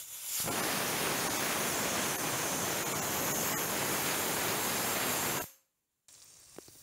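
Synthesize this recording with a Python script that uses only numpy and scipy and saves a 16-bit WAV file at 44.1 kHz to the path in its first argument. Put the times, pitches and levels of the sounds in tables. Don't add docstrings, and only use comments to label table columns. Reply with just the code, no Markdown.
import sys
import numpy as np
from scipy import signal
from scipy.fft import rfft, irfft
from scipy.io import wavfile
from scipy.ndimage import uniform_filter1d

SR = 44100
rng = np.random.default_rng(int(sys.argv[2]) if len(sys.argv) > 2 else 0)


def unload_audio(sound):
    columns = np.transpose(np.atleast_2d(sound))
    steps = np.round(np.clip(columns, -1, 1) * 32767)
    wavfile.write(sys.argv[1], SR, steps.astype(np.int16))


def amplitude_ratio(level_db):
    exponent = np.asarray(level_db, float) / 20
    return 10 ** exponent


N = 300762
LIFT_S, SHUT_S, PAN_S = .42, 5.455, 6.0836
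GUSTS_PER_S = 7.0


def read(points, hz):
    f, value = np.transpose(points)
    return np.interp(np.log(hz + 1), np.log(f + 1), value)


def evened(x):
    return x / np.sqrt(np.mean(x ** 2) + 1e-20)


def add(mix, s, sound):
    part = mix[round(s * SR):][:len(sound)]
    part += sound[:len(part)]


def ramp(t, start, length):
    return np.clip((t - start) / length, 0, 1)


def bell(hz, centre, width):
    return np.exp(-((hz - centre) / width) ** 2)


def bumps(modes, hz):
    return sum(db * bell(hz, f, width) for f, width, db in modes)


def band_db(shape_db, hz, lo, hi):
    in_band = (hz > lo) & (hz < hi)
    return 10 * np.log10((amplitude_ratio(shape_db) ** 2 * in_band).mean(0))


def band_noise(size, lo_hz, hi_hz, skirt_hz):
    hz = np.fft.rfftfreq(size, 1 / SR)
    outside = np.maximum(np.maximum(lo_hz - hz, hz - hi_hz), 0)
    return evened(irfft(rfft(rng.standard_normal(size)) * np.exp(-(outside / skirt_hz) ** 2)))


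def gusts(t, per_s):
    f = np.geomspace(per_s / 5, per_s, num=24)[:, None]
    waves = np.sin(2 * np.pi * (f * t + rng.random(f.shape))) / np.sqrt(f)
    return evened(waves.sum(0))


def ring(hz, t60, soft):
    t = np.arange(round(t60 * SR)) / SR
    return np.cos(2 * np.pi * hz * t) * amplitude_ratio(-60 * t / t60) * (1 - np.exp(-t / soft))


def grid(size):
    return np.fft.rfftfreq(size, 1 / SR)[:, None], np.arange(4 * N // size + 5) * size / 4 / SR


def hiss(shape_db, level_db, hz, lo, hi, patchy_db, flicker_db, ripple_db):
    a, b, patches, ripple = rng.standard_normal(shape_db.shape[::-1] + (4,)).T
    ripple = uniform_filter1d(ripple, size=250, axis=1)
    ripple = evened(uniform_filter1d(ripple, size=150, axis=1))
    patches = uniform_filter1d(patches, size=7, axis=0)
    patches = evened(uniform_filter1d(patches, size=16, axis=1))
    flicker = evened(uniform_filter1d(rng.standard_normal(a.shape[1]), size=4))
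    gain_db = shape_db - band_db(shape_db, hz, lo, hi) + level_db
    gain_db = gain_db + patchy_db * patches + ripple_db * ripple + flicker_db * flicker
    noise = a + 1j * b
    size = 2 * len(hz) - 2
    both = np.array([noise, noise * amplitude_ratio(gain_db)])
    white, out = signal.istft(both, nperseg=size, noverlap=3 * size // 4)[1]
    return out[:N] / white.std()


# (frequency [Hz], density [dB per Hz])
FLAME_COLOUR = [(18, -50), (30, -28), (60, -9), (112, 2), (145, -3), (180, -20), (269, -13), (420, -19),
                (600, -21), (1300, -30)]
# (frequency [Hz], density [dB per Hz])
ROOM_COLOUR = [(18, -43), (30, -11.5), (59, -1), (117, 0), (362, -5), (596, -11), (1090, -9), (1270, -13),
               (4040, -12), (5390, -16), (7200, -6), (8200, -10.5), (15800, -11.5)]
# (time [s], frequency [Hz], level [dB], t60 [s])
LID_RINGS = [
    (5.452, 535, -64, .5),
    (5.47, 290, -77, .6),
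    (5.655, 14200, -82, .12),
    (6.455, 535, -74, .4),
    (6.1, 280, -73, .3),
    (6.23, 270, -74, .3),
]


def kitchen():
    hz, t = grid(size=1024)
    flame_heard = (t > PAN_S) | (t < LIFT_S)
    shape_db = np.where(flame_heard, read(FLAME_COLOUR, hz), read(ROOM_COLOUR, hz))
    now = np.arange(N) / SR
    ducked_db = -93.5 + 5 * np.exp(-np.maximum(now - SHUT_S, 0) / .25)
    level_db = np.maximum(-71 - 72 * np.maximum(now - .18, 0), ducked_db)
    level_db = np.where(now > PAN_S, -75.5 + 12 * (now - PAN_S), level_db)
    out = hiss(shape_db, 0, hz, lo=50., hi=400., patchy_db=.8, flicker_db=.8, ripple_db=.6)
    out = amplitude_ratio(level_db) * out
    for at, ring_hz, db, t60 in LID_RINGS:
        add(out, at, amplitude_ratio(db) * ring(ring_hz, t60, soft=0.0072))
    return out


# (frequency [Hz], density [dB per Hz])
PAN_COLOUR = [(240, -45), (400, -5), (890, -18), (1070, -8), (1310, -16), (1600, -14), (2820, -11.5),
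              (3960, -10.5), (4410, -20), (5640, -2.5), (8670, -4.5), (12900, -22.5), (15800, -14.5)]
# (frequency [Hz], width [Hz], level [dB])
PAN_MODES = [(3800, 150, 2.5), (4600, 200, 14.5), (5960, 400, -1), (3200, 400, -3)]
# (time [s], peak [dB], frequency [Hz])
SPITS = [(6.0838, -44, 7400), (6.0895, -48, 4500), (6.1274, -43, 10000), (6.1416, -42, 7200),
         (6.1506, -44, 5000), (6.2028, -46, 5700), (6.2186, -42, 4600), (6.2244, -44, 5900),
         (6.229, -47, 8600), (6.2448, -45, 14000), (6.258, -47, 5800), (6.339, -46, 6500),
         (6.3694, -45, 7000), (6.3994, -48, 14000), (6.4966, -42, 9100), (6.547, -45, 6000),
         (6.586, -47, 12000), (6.6228, -49, 4600), (6.6338, -46, 7500), (6.6455, -51, 5000),
         (6.6657, -46, 6900), (6.6808, -48, 4800), (6.689, -49, 4800), (6.7855, -47, 5200)]
# (time [s], signed peak [full scale], frequency [Hz], t60 [s])
KNOCKS = [
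    (6.5628, .004, 900, .006),
    (6.5646, .007, 2200, .004),
    (6.5655, -.0045, 160, .03),
    (6.5858, .009, 1300, .003),
    (6.5853, -.039, 365, .017),
    (6.6837, .009, 335, .02),
    (6.6855, -.0032, 105, .05),
    (6.7525, .002, 280, .015),
    (6.758, -.0026, 380, .015),
    (.31, .002, 80, .046),
]


def pan():
    hz, t = grid(size=256)
    level_db = -58.6 - 1.0 * np.maximum(t - PAN_S, 0)
    fizz_db = 1.5 + 33 * np.maximum(t - 6.47, 0)
    shape_db = read(PAN_COLOUR, hz) + bumps(PAN_MODES, hz) + fizz_db * read([(8500, 0), (12500, 1)], hz)
    out = hiss(shape_db, level_db, hz, lo=4000., hi=10000., patchy_db=1.3, flicker_db=1.0, ripple_db=1.2)
    for pop_hz in np.geomspace(4200, 15000, num=12):
        sizes = amplitude_ratio(3.2 * np.minimum(rng.exponential(size=N), 4))
        pops = sizes * (rng.random(N) < 25 / SR)
        out += amplitude_ratio(-66.5) * signal.oaconvolve(pops, ring(pop_hz, .004, soft=.0001))[:N]
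    for at, db, spit_hz in SPITS:
        fade = amplitude_ratio(-60 * np.arange(3000) / SR * spit_hz / 150)
        spray = band_noise(3000, .85 * spit_hz, 1.15 * spit_hz, skirt_hz=600)
        add(out, at, amplitude_ratio(db - 9.5) * fade * spray)
        add(out, at, amplitude_ratio(db + 3.5) * ring(spit_hz, 0.0027, soft=.00003))
    out = signal.sosfilt(signal.butter(4, 250, "high", fs=SR, output="sos"), out)
    out[:round(PAN_S * SR)] = 0
    for at, peak, knock_hz, t60 in KNOCKS:
        add(out, at, peak * ring(knock_hz, t60, soft=0.000068))
    return out


# (time [s], level [dB])
LULLS = [(1.4, 2.5), (1.85, 1), (2.2, -3.5), (2.58, -4.5), (2.79, 0.5), (2.9, -0.5), (3.3, 1), (3.47, 2),
         (3.68, -4), (3.98, 0.5), (4.28, -1.5), (4.68, -1.5)]


def lulls(t):
    return sum(db * np.exp(-((t - at) / .055) ** 2) for at, db in LULLS)


# (frequency [Hz], density [dB per Hz])
CLICK_COLOUR = [(15, -76), (30, -36), (60, -14.5), (104, -3.5), (150, -1.5), (303, 0.5), (942, -2.5),
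                (2500, -9.5), (5000, -18), (9000, -44), (20000, -75.5)]


def click_shape():
    log_gain = np.log(amplitude_ratio(read(CLICK_COLOUR, abs(np.fft.fftfreq(8192, 1 / SR)))))
    return np.fft.ifft(np.exp(log_gain - 1j * signal.hilbert(log_gain).imag)).real[:4096]


# (time [s], signed peak [full scale])
BIG_SLIPS = [(.4025, -.05), (.4345, .013), (.441, -.027), (.444, .037), (.4468, -.032), (.454, -.016),
             (.456, .03), (.4617, .078), (.4652, -.048), (.4725, -.05), (5.4125, .035), (5.4213, -.034),
             (5.4335, .013), (5.441, -.048)]


def crackle():
    start_s, end_s, surge_s = .48, 5.414, 0.083
    t, coarse = np.arange(N) / SR, np.arange(0, N / SR, .005)
    jet_s, _, jet_whistle = np.transpose(JET)
    whistle = np.interp(coarse, jet_s, jet_whistle)
    level_db = -37 + 3 * np.exp(-abs(coarse - start_s) / surge_s) + 0.5 * gusts(coarse, GUSTS_PER_S)
    level_db += .35 * lulls(coarse)
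    bright_db = 2 - 7 * (np.clip(whistle, 0, 1) ** 4 + 1 - ramp(coarse, start_s, surge_s))
    bright_db += 0.93 * gusts(coarse, GUSTS_PER_S) + lulls(coarse)
    opening, closing = (t - start_s) / .15 + .1, (end_s - t) / .04 + .2
    per_s = 7000 * np.clip(np.minimum(opening, closing), 0, 1)
    slips = rng.uniform(-1, 1, N) * (rng.random(N) < per_s / SR) / np.sqrt(per_s + 1400)
    slips *= amplitude_ratio(.7 * evened(uniform_filter1d(rng.standard_normal(N), size=400)))
    click = click_shape()
    dense = evened(signal.oaconvolve(slips, click)[:N])
    dull = signal.oaconvolve(dense, signal.firwin(101, 1300, fs=SR), "same")
    dense = dull + (dense - dull) * amplitude_ratio(np.interp(t, coarse, bright_db))
    bass = signal.lfilter(*signal.butter(2, 220, fs=SR), dense)
    rumble_db = 2.5 * (np.interp(t, coarse, whistle) - 0.15)
    dense += bass * (amplitude_ratio(rumble_db) - 1)
    dense *= amplitude_ratio(np.interp(t, coarse, level_db))
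    for at, peak in BIG_SLIPS:
        add(dense, at - .0003, .7 * peak * click / click.max())
        add(dense, at - .0004, .55 * peak * ring(125, .022, soft=.0003))
    return dense


# (time [s], level [dB], whistle [0-1, flow locked onto the nozzle's ring])
JET = [(0, -49, 0.4), (.06, -57, .5), (.14, -50.5, 0.4), (.21, -49.5, 0), (.35, -43, 0.84), (.41, -38.5, 0),
       (.46, -44.5, 0.23), (.58, -43, 0.13), (1.15, -43.5, 0.25), (1.35, -43.5, 0.48), (2.6, -44.5, 0.66),
       (3.0, -45.5, 0.8), (3.4, -44.5, 0.89), (3.68, -45, 0.52), (3.85, -43, 0.2), (5.3, -43.5, 0.4),
       (5.42, -47.5, 0.8), (5.455, -57, 0.8)]
# (frequency [Hz], density [dB per Hz])
LEAK_COLOUR = [(150, -27), (400, -19.5), (1000, -12), (2000, -8.5), (3700, -3.5), (4700, -5), (6450, 0.5),
               (7400, 3), (8140, -6), (11200, -4), (13000, -7.5), (15800, -9)]
# (frequency [Hz], density [dB per Hz])
VENT_COLOUR = [(150, -28.5), (600, -17), (2000, -13), (5040, -13), (5450, -14), (5800, -12), (6450, -7.5),
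               (7470, -8.5), (8080, -13.5), (8980, -12.5), (10500, -13.5), (11800, -10.5), (13500, -14.5),
               (15800, -14)]
# (frequency [Hz], t60 [s])
RINGOUT = [(300, .5), (1500, .46), (4000, .42), (7000, .38), (15000, .32)]


def jet():
    hz, t = grid(size=512)
    jet_s, jet_db, jet_whistle = np.transpose(JET)
    level_db, whistle = np.interp(t, jet_s, jet_db), np.interp(t, jet_s, jet_whistle)
    turn_s = 2.95
    lifted, turned = ramp(t, LIFT_S, 0.37), ramp(t, turn_s, 0.26)
    shape_db = (1 - lifted) * read(LEAK_COLOUR, hz) + lifted * read(VENT_COLOUR, hz)
    shape_db += 1.5 * (turned - .5) * lifted * bell(hz, 13300, 1300)
    ring_tilt = read([(5000, 0.28), (5700, -1), (7500, 1), (8000, 0.079)], hz)
    shape_db += 4.5 * (ramp(t, turn_s, 1.9) - .5) * lifted * ring_tilt
    shape_db += 3 * whistle * lifted * bell(hz, 6410, 170)

    gust_db = [0.45 * lifted * gusts(t, GUSTS_PER_S) for part in range(4)]
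    body = -3.5 + lifted * (0.5 + 0.2 * whistle) - 0.96 * turned + gust_db[0]
    body += .4 * lulls(t)
    nozzle = -0.5 + 7 * whistle + gust_db[1]
    air = -0.1 + 5 * whistle * (1 - lifted + turned) + 0.8 * turned + gust_db[2]
    air += 3.5 * ramp(t, SHUT_S - .08, .06)

    def over_db(lo, hi):
        return band_db(shape_db, hz, lo, hi) - band_db(shape_db, hz, 8500, 11000)

    body_band = read([(1200, 0), (2800, 1), (4900, 1), (5500, 0)], hz)
    nozzle_band = read([(4900, 0), (5500, 1), (7800, 1), (8400, 0)], hz)
    air_band = read([(10600, 0), (11600, 1)], hz)
    shift_db = (body - over_db(3000, 5000)) * body_band
    shift_db += (nozzle - over_db(5500, 7800)) * nozzle_band
    shift_db += (air - over_db(11000, 15500)) * air_band
    shift_db += -6.0 * (t < .285) * (bell(hz, 4500, 350) + 0.14 * (hz < 8000))
    thin_band = read([(500, 0), (900, 0.93), (2200, 0.92), (3200, 0.038)], hz)
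    shift_db += -1 * (1 - ramp(t, 0.51, .04)) * thin_band
    decay_db = -60 * np.maximum(t - SHUT_S, 0) / read(RINGOUT, hz)
    level_db = level_db + .5 * gust_db[3] + decay_db
    return hiss(shape_db + shift_db, level_db, hz, lo=8010.0, hi=11040.0,
                patchy_db=1.3, flicker_db=-0.17, ripple_db=2.0)


def scene():
    return np.tile(jet() + crackle() + kitchen() + pan(), (2, 1))


# (frequency [Hz], width [Hz], level [dB])
MIC_PORT = [(5480, 40, 4), (6300, 200, 0), (7500, 230, 1.5), (7990, 150, -9), (8430, 91, 1)]


def microphone(dry):
    hz = np.fft.rfftfreq(N, 1 / SR)
    x = irfft(rfft(dry) * amplitude_ratio(bumps(MIC_PORT, hz)), N)
    x = .14 * np.tanh(x / .14)
    return irfft(rfft(x) * np.clip((15760 - hz) / 60, 0, 1), N)


STARVED_FRAMES = (21, 26, 55, 59, 93, 122, 126, 129, 143, 152, 153, 232)


def starve(x):
    n, k = np.arange(2048) + .5, np.arange(1024)[:, None] + .5
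    basis = np.cos(np.pi / 1024 * (n + 512) * k) * np.sin(np.pi * n / 2048) / np.sqrt(512)
    starts = 603 + 1024 * (np.array(STARVED_FRAMES) - 1)
    lines = x[0][starts[:, None] + np.arange(2048)] @ basis.T
    step_db = [(300, -17), (3000, -19.5), (6000, -21.5), (9000, -23.5), (14000, -24)]
    step = amplitude_ratio(read(step_db, k.T * SR / 2048))
    step = step * amplitude_ratio(1.2 * np.isin(STARVED_FRAMES, (152, 153)))[:, None]
    kept = step * np.sign(lines) * np.floor(abs(lines) / step + 0.43)
    lost = (lines - kept) @ basis
    for start, part in zip(starts, lost):
        x[:, start:start + len(part)] -= part
    return x


# (time [s], upper edge [Hz])
APART_BASS = [(1.066, 3800), (2.053, 3400), (3.825, 1200), (3.973, 3360), (4.289, 4600), (4.82, 2850),
              (4.955, 3160), (5.05, 1520), (5.145, 2290)]
# (time [s], centre [Hz])
APART_TREBLE = [(.812, 13100), (.812, 15030), (.904, 9650), (.995, 5160), (.995, 9650), (1.207, 4630),
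                (1.336, 15130), (1.743, 4930), (1.953, 12350), (4.112, 4860), (4.69, 4920), (4.69, 8970),
                (4.69, 11640), (4.83, 4580), (4.83, 12400), (5.178, 9620), (5.368, 7360)]


def apart():
    side = np.zeros(N)
    bursts = [(at, 120, top_hz, -61.5) for at, top_hz in APART_BASS]
    bursts += [(at, f - 660, f + 660, -49.5) for at, f in APART_TREBLE]
    for at, lo_hz, hi_hz, db in bursts:
        noise = band_noise(2048, lo_hz, hi_hz, skirt_hz=20)
        add(side, at - 1024 / SR, amplitude_ratio(db) * np.hanning(2048) ** .6 * noise)
    return side * np.array([[1], [-1]])


def low_pass(x):
    return signal.sosfilt(signal.butter(12, 16910, fs=SR, output="sos"), x)


def record(dry):
    x = starve(microphone(dry))
    x += apart()
    return low_pass(x)


dry = scene()
out = record(dry)
unload_audio(out)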